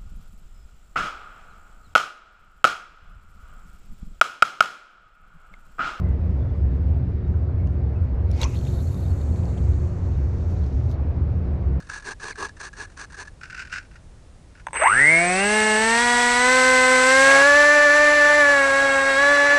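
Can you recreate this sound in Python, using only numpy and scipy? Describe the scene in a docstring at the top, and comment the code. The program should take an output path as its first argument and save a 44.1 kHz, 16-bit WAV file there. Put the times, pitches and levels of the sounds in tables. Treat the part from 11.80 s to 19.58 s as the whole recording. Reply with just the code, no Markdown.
"""A small electric model plane stands on grass, heard from on board, over a low steady rumble.
First its servos whirr and twitch as the controls are tried: gear clicks, brush rub and pinion whine.
Then the brushless motor kicks, ringing its mount, stutters and spins up with a ragged magnet whine.
The propeller's shaft orders drone through the foam airframe under the controller's thin whistle;
hiss and rattle follow the rotor, and the tones waver more as the plane rolls off."""
import sys
import numpy as np
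from scipy import signal
from scipy.fft import rfft, irfft, next_fast_len
from scipy.io import wavfile

SR = 44100
rng = np.random.default_rng(int(sys.argv[2]) if len(sys.argv) > 2 else 0)


def dump(signal):
    """Clip the signal to [-1, 1] and save it as 16-bit WAV at the path in sys.argv[1]."""
    limited = np.clip(np.atleast_2d(signal).T, -1, 1)
    pcm = np.round(limited * 32767).astype(np.int16)
    wavfile.write(sys.argv[1], SR, pcm)


N = 343098
TIME = np.arange(N) / SR

# Rumble spectrum, relative: [f/Hz, level/dB]
RUMBLE_SPECTRUM = [(12, -32), (20, 4), (28, -1.5), (60, -1), (105, -5), (127, -11.5), (170, -11.5),
                   (200, -17), (380, -21), (434, -24), (471, -23), (3150, -38), (8940, -40.5), (9950, -43),
                   (12000, -63), (15600, -96), (22000, -120)]
RUMBLE_DB = -46
CUTOFF_HZ = 12200

# Servo sweeps, relative: [start t/s, end t/s, drive level/dB, gear growl level/dB, servo 0 or 1]
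SERVO_SWEEPS = [(0.088, 0.194, -35, -62, 0), (0.242, 0.337, -33.5, -40.5, 0),
                (.405, 0.531, -33.5, -39.5, 0), (0.573, 0.68, -33.5, -34.5, 0), (0.793, 0.891, -36, -51, 0),
                (0.965, 1.059, -37.5, -47.5, 0), (1.165, 1.256, -37.5, -53, 0),
                (1.366, 1.439, -35.5, -47, 0), (1.762, 1.84, -37.5, -69.5, 1), (1.915, 1.991, -33, -72, 1)]
# Hardest single servo kicks, relative: [t/s, level/dB]
SERVO_TWITCHES = [(0.0947, -31), (0.2229, -32), (0.2743, -33), (0.397, -30), (0.4279, -29), (0.6835, -31.5),
                  (0.7981, -33), (0.9747, -37), (1.0326, -27), (1.2984, -34), (1.3718, -36), (1.61, -31),
                  (1.7447, -26), (1.7901, -24.5), (1.8105, -25.5), (1.8964, -29), (1.926, -25),
                  (1.9789, -23.5)]
# Servo hunts for its position, one small kick per radio frame: [start t/s, end t/s, mean level/dB]
SERVO_HUNTS = [(0.0, 0.075, -38.5), (0.196, 0.21, -38.5), (0.554, 0.56, -31), (0.766, 0.78, -35),
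               (0.929, 0.96, -39), (1.074, 1.13, -42), (1.32, 1.35, -38), (1.449, 1.48, -40),
               (1.631, 1.73, -33), (1.826, 1.88, -35), (2.002, 2.055, -38.5), (2.111, 2.165, -41.5),
               (2.751, 2.805, -36)]
FRAME_S, HUNT_SCATTER_DB = .0223, 4
SECOND_SERVO_S = 1.55   # later kicks belong to servo 1
# Servo and gear growl spectra, relative: [f/Hz, level/dB]
FIRST_SERVO_SPECTRUM = [(250, -23), (720, -16), (1050, -9), (1450, -5.5), (1690, -1), (1950, -16.5),
                        (2750, -15), (3100, -26.5), (4300, -15), (5200, -21), (6200, -13.5), (7000, -23),
                        (9300, -21.5), (11200, -66)]
SECOND_SERVO_SPECTRUM = [(600, -30), (1200, -13.5), (1500, 6.5), (1750, -7), (2000, -8.5), (2750, -6.5),
                         (3200, -23.5), (5000, -16), (8000, -26.5), (9500, -34), (12000, -58)]
GROWL_SPECTRUM = [(130, -25), (220, -9.5), (330, -6.5), (420, 4.5), (560, -12), (750, -15), (1020, -0.5),
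                  (1400, 2), (2000, -41)]
# Servo gear squeak as it runs down, mean course: [t/s, f/Hz, level/dB]
GEAR_SQUEAK = [(.47, 3800, -80), (.485, 3450, -57), (.5, 3150, -57), (.52, 2400, -47), (.531, 2090, -43),
               (.538, 1955, -80)]

# Starting jolts of the rotor, knock relative: [t/s, knock level/dB, switching tone level/dB]
ROTOR_JOLTS = [(2.8677, -14, -43), (2.884, -25, -70), (2.9075, -39, -56), (2.931, -21, -31),
               (2.941, -20, -33), (2.949, -19, -32), (2.955, -18.5, -39), (2.9595, -21, -38),
               (3.013, -17, -60), (3.035, -9, -60), (3.079, -10, -60)]
# Ringing of the soft motor mount, relative: [f/Hz, level/dB, t60/s]
MOUNT_RINGS = [(564, -13, 0.025), (900, -3, 0.028), (1016, -4, 0.024), (1440, -12, 0.017),
               (2060, -15, 0.013), (2650, -17, 0.022), (3450, -13, .008), (6300, -18, 0.01)]

# Rotor speed before snags and jitter: [t/s, speed/(turns/s)]
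ROTOR_SPEED = [(2.93, 10), (3.02, 44), (3.07, 73), (3.13, 110.0), (3.15, 120.0), (3.21, 139.4),
               (3.32, 162.6), (3.54, 184.3), (3.67, 206.8), (3.76, 214.7), (3.95, 215.2), (4.05, 222.3),
               (4.24, 241.3), (4.55, 242.7), (4.74, 256.3), (5.23, 256.3), (5.43, 270.1), (5.59, 275.0),
               (5.68, 286.9), (5.82, 293.1), (6.19, 295.3), (6.6, 292.8), (6.81, 276.2), (6.92, 273.2),
               (6.99, 275.7), (7.35, 271.7), (7.48, 287.2), (7.68, 286.2), (7.78, 288.9)]
# Grass blades catch the propeller and brake it: [t/s, speed loss/(turns/s)]
GRASS_SNAGS = [(5.735, 1.94), (6.09, 4.9), (6.43, 1.83), (6.645, 1.7)]
SNAG_S = 0.02207
CRUISE_TURNS_PER_S = 280   # reference speed of the laws
ROLL_START_S, ROLL_BUILD_S = 5.3, 1.2   # wheels start to bump over the grass
SPEED_JITTER_STANDING, SPEED_JITTER_ROLLING = 0.001405, 0.00368   # share of speed
# Easing of the motor sounds as the plane gets rolling; each layer takes a share: [t/s, level/dB]
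ROLL_EASING = [(5.56, 1), (5.64, -2.5), (6.0, -5.5), (6.6, -6.5), (6.8, -8), (7.25, -10), (7.5, -8),
               (7.78, -9.5)]
# Layer laws: [level at cruise/dB, slope/(dB per octave of speed), share of easing/1]
HISS_LAW = (-25, 16.3, 0.99)
BUZZ_LAW = (-27.5, 14.9, 0.39)
RATTLE_LAW = (-30, 7.4, 0.33)

# Hiss and airframe rattle spectra, relative: [f/Hz, level/dB]
HISS_SPECTRUM = [(300, -18), (1000, -4.5), (2500, 1), (3600, -0.5), (4300, 1), (5100, -2.5), (6200, 0),
                 (6600, -5.5), (7400, -0.5), (8000, -7), (8550, -14), (9900, -10), (11000, -15),
                 (12100, -33)]
RATTLE_SPECTRUM = [(150, -29.5), (330, -15.5), (480, -5), (620, -14), (790, -2.5), (1150, -7), (1600, 2),
                   (2200, 0.5), (2500, -5.5), (2780, -5.5), (3200, -22.5), (6000, -43.5)]
STUTTER_DB, STUTTER_END_S, STUTTER_FADE_DB_PER_S = -29, 3.14, 35   # rattle until rotor is in step
# Spells of mount rocking: [start t/s, end t/s, wobble level/dB, rattle level/dB]
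ROCKING_SPELLS = [(5.42, 5.66, -34, -27), (6.679, 7.4, -41.5, -37.5), (7.377, 7.9, -43, -31)]
ROCK_RAMP_S = 0.042

# Switching tone: starts sharp and settles, weakens near full throttle
WHISTLE_HZ, WHISTLE_SHARP_HZ, WHISTLE_SETTLE_S = 8066, 125, .45
WHISTLE_DB, WHISTLE_EASING_SHARE = -31.5, 0.78   # before the full-throttle weakening
FULL_TURNS_PER_S, WHISTLE_FADE_TURNS_PER_S = 294.5, 25.6

# Fourteen magnets passing the coils, sidebands from rotor runout: [shaft order/1, relative level/dB]
MAGNET_ORDERS = [(10, -23), (11, -13.5), (12, -22), (13, -1), (14, 0), (15, -29), (16, -13.5), (18, -20),
                 (22, -21), (24, -12), (26, -7), (28, -9), (31, -16), (36, -6.5), (42, -6)]
# Course of the magnet whine, relative: [t/s, level/dB]
MAGNET_LEVEL = [(2.99, -47), (3.015, -27.5), (3.07, -14), (3.09, -22.5), (3.18, -16), (3.38, -17.5),
                (3.47, -21), (4.2, -23.5), (4.7, -50)]
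# Gain of the motor mount for the magnet whine: [f/Hz, level/dB]
MOUNT_GAIN = [(300, -8), (600, -1), (900, -4), (1300, 3), (1700, -3.5), (2180, 3.5), (2380, -13.5),
              (2780, -6.5), (3100, -31), (3700, -30), (5000, -55)]
COG_ROUGH_DB, COG_SETTLE_S = 6.5, 0.23   # ragged at first, then smoother

# Propeller tones before body gain: [shaft order/1, level at cruise/dB, slope/(dB per octave), flutter factor/1]
BLADE_TONES = [(1, -29.3, 3.5, 1.22), (2, -10.5, 26, 0.85), (4, -21.5, 10.5, 1.43), (6, -28.5, 13.5, 0.87),
               (8, -33.5, 14.5, 2.33)]
BLADE_EASING_SHARE = 0.46
# Wing and fuselage resonances for the propeller tones: [f/Hz, level/dB]
BODY_GAIN = [(120, -6), (205, 2.5), (240, -1.0), (290, -1.8), (430, -6), (485, -15.5), (515, -7.5),
             (590, -8), (690, 4.8), (830, -5), (880, -1), (1150, -1.1), (1300, -2.5), (1450, 3.5),
             (1550, 10.5), (1700, 15.5), (2050, 13), (2300, 3.1)]
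# Sharp edge of each blade pass: [shaft order/1, relative level/dB]
BLADE_EDGE_ORDERS = [(12, 0.5), (14, 0.5), (16, -1), (18, -4.5), (20, -4), (22, -9), (24, -11), (26, -13),
                     (28, -10)]
# Course of the blade edge, relative: [t/s, level/dB]
EDGE_LEVEL = [(3.3, -68), (3.8, -48), (4.2, -40.5), (5.3, -43), (6.5, -47), (7.2, -42.5), (7.48, -38.5),
              (7.78, -41)]
# Radiation of the blade edge: [f/Hz, level/dB]
EDGE_GAIN = [(2500, -8), (3300, 0.5), (3650, -1.5), (4050, 2.5), (4500, -4), (5000, -4.5), (8000, 0)]
# Weaker shaft orders: [shaft order/1, relative level/dB]
SHAFT_BUZZ_ORDERS = [(3, 4.5), (5, -0.5), (7, -4), (9, -4), (10, 0.5), (11, -12), (12, 3), (13, -1),
                     (15, -16), (17, -7)]
# Airframe gain for the buzz: [f/Hz, level/dB]
AIRFRAME_GAIN = [(300, -6), (600, -1.5), (900, -8), (1300, -1.5), (1700, 2.5), (2180, 1.5), (2380, -9.5),
                 (2780, -8), (3100, -22.5), (4200, -21), (6000, -32), (8000, -23), (9000, -40)]
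# Half orders, mount rocking once in two turns: [shaft order/1, relative level/dB]
HALF_ORDERS = [(.5, -11.5), (1.5, -8), (2.5, 1.5), (3.5, -1), (4.5, -1.5), (5.5, 2), (6.5, -19)]
FLUTTER_STANDING, FLUTTER_ROLLING = 0.072, .15   # share of tone level, before each flutter factor
BUZZ_FLUTTER_STANDING, BUZZ_FLUTTER_ROLLING = 0.31, 0.52


def from_db(db):
    """Decibels to gain."""
    return 10 ** (np.asarray(db) / 20)


def rms_one(x):
    """Scale to unit power."""
    return x / np.sqrt(np.mean(x ** 2) + 1e-20)


def in_time(rows):
    """Each column of a curve table, interpolated per sample."""
    s, *columns = np.transpose(rows)
    return [np.interp(TIME, s, c) for c in columns]


def at_hz(points, hz):
    """Gain of a spectrum at the given frequencies, linear in dB over log f."""
    freqs, db = np.transpose(points)
    return from_db(np.interp(np.log(np.maximum(hz, 1)), np.log(freqs), db))


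def fade_in(start_s, length_s):
    """Linear ramp, 0 to 1."""
    return np.clip((TIME - start_s) / length_s, 0, 1)


def drift(rate_hz):
    """Smooth random signal of spread 1, changing about rate_hz times a second."""
    pole = np.exp(-40 * np.pi * rate_hz / SR)
    noise = rng.standard_normal(N // 20 + 4002)   # one value per 20 samples
    slow = signal.lfilter([1], [1, -2 * pole, pole * pole], noise)[4000:]
    return np.interp(np.arange(N) / 20, np.arange(len(slow)), rms_one(slow))


def angle_of(hz):
    """Running angle in radians of something that turns hz times a second."""
    return 2 * np.pi * np.cumsum(hz) / SR


def coloured(x, spectrum):
    """Minimum-phase filter with the given spectrum and a treble roll-off; white noise keeps its power."""
    size = 2 * next_fast_len(N // 2 + 4096)
    hz = np.fft.rfftfreq(size, 1 / SR)
    gain = rms_one(at_hz(spectrum, hz) / np.hypot(1, (hz / CUTOFF_HZ) ** 16))
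    # folding the cepstrum makes the filter causal
    cepstrum = irfft(np.log(gain))
    cepstrum[1:size // 2] *= 2
    cepstrum[size // 2 + 1:] = 0
    return irfft(rfft(x, size) * np.exp(rfft(cepstrum)))[:N]


def blips(times_s, peaks_db, rise_s, t60_s):
    """Envelope that jumps at each time and dies away."""
    out, age = np.zeros(N), TIME[:SR // 8]
    shape = (1 - np.exp(-age / rise_s)) * from_db(-60 * age / t60_s)
    for s, db in zip(times_s, peaks_db):
        at = max(int(s * SR), 0)
        out[at:at + len(age)] += from_db(db) * shape / shape.max()
    return out


def on_the_roll(standing, rolling):
    """Value moving from its standing to its rolling size as the plane sets off."""
    return standing + (rolling - standing) * fade_in(ROLL_START_S, ROLL_BUILD_S)


def rotor_speed():
    """Turns per second: throttle course, brief snags, and jitter that grows on the roll."""
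    turns, = in_time(ROTOR_SPEED)
    braking = sum(loss * np.exp(-((TIME - s) / SNAG_S) ** 2) for s, loss in GRASS_SNAGS)
    jitter = on_the_roll(SPEED_JITTER_STANDING, SPEED_JITTER_ROLLING) * drift(14)
    return (turns - braking) * (1 + jitter)


def by_speed(law, turns):
    """Level in dB of a layer that grows with rotor speed and eases once the plane rolls."""
    db, db_per_octave, share = law
    easing_db, = in_time(ROLL_EASING)
    return db + db_per_octave * np.log2(turns / CRUISE_TURNS_PER_S) + share * easing_db


def rocking():
    """Gains of the wobble and of the extra rattle while the mount rocks."""
    wobble, rattle = np.zeros(N), np.zeros(N)
    for start, end, wobble_db, rattle_db in ROCKING_SPELLS:
        spell = fade_in(start, ROCK_RAMP_S) - fade_in(end - ROCK_RAMP_S, ROCK_RAMP_S)
        wobble += from_db(wobble_db) * spell
        rattle += from_db(rattle_db) * spell
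    return wobble, rattle


def rumble():
    """Low steady rumble: noise through a fixed spectrum."""
    return from_db(RUMBLE_DB) * coloured(rng.standard_normal(N), RUMBLE_SPECTRUM)


def servo_kicks():
    """Times and levels of all kicks: the hard ones, and uneven runs at the frame rate."""
    kicks = list(SERVO_TWITCHES)
    for start, end, db in SERVO_HUNTS:
        for s in np.arange(start, end, FRAME_S):
            kicks.append((s, db + HUNT_SCATTER_DB * rng.standard_normal()))
    return np.transpose(kicks)


def gear_train(mesh_hz, scatter_db, rub, whine):
    """Uneven clicks of teeth rattling in their play, brush rub and fast pinion whine; unit power."""
    angle = angle_of(mesh_hz)
    tooth = np.diff(np.floor(angle / (2 * np.pi)), prepend=0)
    flank = rng.choice([-1, 1], N)   # a loose tooth lands on either flank
    clicks = tooth * flank * from_db(scatter_db * np.clip(rng.standard_normal(N), -2, 2))
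    pinion = sum(from_db(3 * drift(40)) * np.sin(k * angle) for k in (2, 4, 6))
    catching = from_db(2.4 * drift(94))   # gears bind and free themselves
    return rms_one(catching * (rms_one(clicks) + rub * rng.standard_normal(N) + whine * rms_one(pinion)))


def case_ring(x, hz=1680, width_hz=120, boost_db=0.0):
    """The servo case adds a narrow ring to whatever shakes it."""
    return x + from_db(boost_db) * signal.lfilter(*signal.iirpeak(hz, hz / width_hz, fs=SR), x)


def servos(top_mesh_hz=1800, throb=0.061, roundness=.45, twitch_db=-9, first_db=-3.0):
    """Each sweep speeds the gears up and slows them; the drive throbs at the radio's frame rate."""
    drive, growl, speed = np.zeros((2, N)), np.zeros(N), np.zeros(N)
    for start, end, db, growl_db, which in SERVO_SWEEPS:
        progress = np.clip((TIME - start) / (end - start), 0, 1)
        arc = np.abs(np.sin(np.pi * progress)) ** roundness
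        drive[int(which)] += from_db(db) * arc
        growl += from_db(growl_db) * arc ** 2
        speed += arc
    drive *= 1 + throb * np.sin(angle_of((1 + 0.021 * drift(5.2)) / FRAME_S))

    times_s, kick_db = servo_kicks()
    kicks = blips(times_s, kick_db + twitch_db, rise_s=0.0019, t60_s=0.067)
    second = TIME > SECOND_SERVO_S
    mesh_hz = top_mesh_hz * (1 + speed) / 2 * from_db(.35 * drift(50))
    teeth = gear_train(mesh_hz, scatter_db=4, rub=1.0, whine=0.28)

    first_drive = from_db(first_db) * np.hypot(drive[0], kicks * ~second)
    second_drive = np.hypot(drive[1], kicks * second)
    first_servo = case_ring(coloured(teeth * first_drive, FIRST_SERVO_SPECTRUM))
    second_servo = coloured(teeth * second_drive, SECOND_SERVO_SPECTRUM)
    return first_servo + second_servo + coloured(teeth * growl, GROWL_SPECTRUM)   # gears growl under load


def squeak(overtone_db=-5):
    """A dry gear sings a falling note with its octave."""
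    hz, db = in_time(GEAR_SQUEAK)
    angle = angle_of(hz * (1 + .015 * drift(150)))
    sounding = (TIME > GEAR_SQUEAK[0][0]) & (TIME < GEAR_SQUEAK[-1][0])
    note = np.sin(angle) + from_db(overtone_db) * np.sin(2 * angle)
    return np.sqrt(2) * sounding * from_db(db + 2 * drift(120)) * note


def jolts(contact_s=0.00067, ring_db=-1.0, crack_db=-13):
    """Current pulses jerk the rotor, ring the soft mount and shake the airframe with a dry crack."""
    rings, age = np.zeros(N), TIME[:SR // 8]
    for s, knock_db, tone_db in ROTOR_JOLTS:
        at = int(s * SR)
        for hz, db, t60_s in MOUNT_RINGS:
            level = from_db(knock_db + db + rng.normal(0, 2.2) - 60 * age / t60_s)
            ring = level * np.sin(2 * np.pi * hz * age + rng.uniform(0, 2 * np.pi))
            rings[at:at + len(age)] += ring * (1 - np.exp(-age / contact_s))
    times_s, knock_db, tone_db = np.transpose(ROTOR_JOLTS)
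    crack = blips(times_s, knock_db + crack_db, rise_s=0.00048, t60_s=0.016) * rng.standard_normal(N)
    return from_db(ring_db) * rings + coloured(crack, RATTLE_SPECTRUM)


def rush(turns, angle, rocking_rattle, idle_hiss_db=-54, chop=0.24, clatter=0.37):
    """Hiss chopped by each blade, and the airframe rattling with each turn."""
    wash = np.hypot(from_db(by_speed(HISS_LAW, turns)), from_db(idle_hiss_db))
    hiss = wash * from_db(0.52 * drift(30)) * fade_in(2.925, 0.031)
    hiss *= 1 + chop * np.cos(2 * angle)   # two blades
    stutter = from_db(STUTTER_DB - STUTTER_FADE_DB_PER_S * np.maximum(TIME - STUTTER_END_S, 0))
    shaking = np.sqrt(from_db(by_speed(RATTLE_LAW, turns)) ** 2 + rocking_rattle ** 2 + stutter ** 2)
    rattle = shaking * from_db(1.7 * drift(41)) * fade_in(2.93, 0.027)
    rattle *= 1 + clatter * np.cos(angle)
    hiss_noise = coloured(hiss * rng.standard_normal(N), HISS_SPECTRUM)
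    return hiss_noise + coloured(rattle * rng.standard_normal(N), RATTLE_SPECTRUM)


def controller(turns, angle, jitter_rad=0.4, ripple=0.11):
    """Coils sing at the switching rate, in bursts at first, then steadily with a ripple each turn."""
    easing_db, = in_time(ROLL_EASING)
    times_s, knock_db, tone_db = np.transpose(ROTOR_JOLTS)
    settling = np.exp(-np.maximum(TIME - times_s[0], 0) / WHISTLE_SETTLE_S)
    wander_hz = 6 * drift(25) + 6 * drift(1)
    hz = WHISTLE_HZ + WHISTLE_SHARP_HZ * settling + wander_hz
    chopping = np.clip((FULL_TURNS_PER_S - turns) / WHISTLE_FADE_TURNS_PER_S, .1, 1)
    steady = from_db(WHISTLE_DB + WHISTLE_EASING_SHARE * easing_db) * chopping * fade_in(2.958, 0.0089)
    bursts = blips(times_s, tone_db, rise_s=0.00048, t60_s=0.022)
    tone = np.sin(angle_of(hz) + jitter_rad * drift(69))
    return np.sqrt(2) * (steady + bursts) * (1 + ripple * np.cos(angle)) * tone


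def magnets(turns, angle):
    """Magnet pull swells once a turn, raggedly at first, and sweeps up through the mount's resonances."""
    level_db, = in_time(MAGNET_LEVEL)
    rough_db = COG_ROUGH_DB * np.exp(-np.maximum(TIME - MAGNET_LEVEL[0][0], 0) / COG_SETTLE_S)
    whine = np.zeros(N)
    for k, db in MAGNET_ORDERS:
        lag = np.pi * (k > 20) * rng.uniform(0, 2)   # overtones out of step with the main tone
        ragged = from_db(rough_db * np.tanh(drift(79)))
        whine += from_db(db) * ragged * at_hz(MOUNT_GAIN, k * turns) * np.cos(k * angle + lag)
    return np.sqrt(2) * fade_in(2.96, .03) * from_db(level_db) * whine


def partial(order, angle, flutter):
    """One shaft order, wavering in level and phase as the blades meet uneven air."""
    phase = order * angle + rng.uniform(0, 2 * np.pi)
    in_phase = (1 + flutter * drift(24.8)) * np.cos(phase)
    quadrature = flutter * drift(21.6) * np.sin(phase)
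    return np.sqrt(2 / (1 + 2 * flutter ** 2)) * (in_phase + quadrature)


def propeller(turns, angle, wobble_gain):
    """Blade tones with a sharp edge, airframe-shaped buzz, and half orders when the mount rocks."""
    flutter = on_the_roll(FLUTTER_STANDING, FLUTTER_ROLLING)
    buzz_flutter = on_the_roll(BUZZ_FLUTTER_STANDING, BUZZ_FLUTTER_ROLLING)
    edge_db, = in_time(EDGE_LEVEL)
    tones, edge, buzz, wobble = np.zeros((4, N))
    for k, db, slope, loose in BLADE_TONES:
        level = from_db(by_speed((db, slope, BLADE_EASING_SHARE), turns))
        tones += level * at_hz(BODY_GAIN, k * turns) * partial(k, angle, flutter * loose)
    for k, db in BLADE_EDGE_ORDERS:
        edge += from_db(db) * at_hz(EDGE_GAIN, k * turns) * partial(k, angle, flutter=0.32)
    for k, db in SHAFT_BUZZ_ORDERS:
        buzz += from_db(db) * at_hz(AIRFRAME_GAIN, k * turns) * partial(k, angle, buzz_flutter)
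    for k, db in HALF_ORDERS:
        wobble += from_db(db) * partial(k, angle, flutter=0.41)
    buzz_gain = from_db(by_speed(BUZZ_LAW, turns))
    return fade_in(3.05, 0.093) * (tones + from_db(edge_db) * edge + buzz_gain * buzz + wobble_gain * wobble)


def scene():
    """One rotor speed drives the running motor's sounds; rumble, servos and jolts are added."""
    turns = rotor_speed()
    angle = angle_of(turns)
    wobble_gain, rocking_rattle = rocking()
    motor = rush(turns, angle, rocking_rattle) + controller(turns, angle)
    motor += magnets(turns, angle) + propeller(turns, angle, wobble_gain)
    return (rumble() + servos() + squeak() + jolts() + motor)[None]


def record(dry):
    """Steep elliptic low-pass cuts the top of the treble."""
    return signal.sosfilt(signal.ellip(11, .2, 95, CUTOFF_HZ, fs=SR, output="sos"), dry)


dry = scene()
out = record(dry)
dump(out)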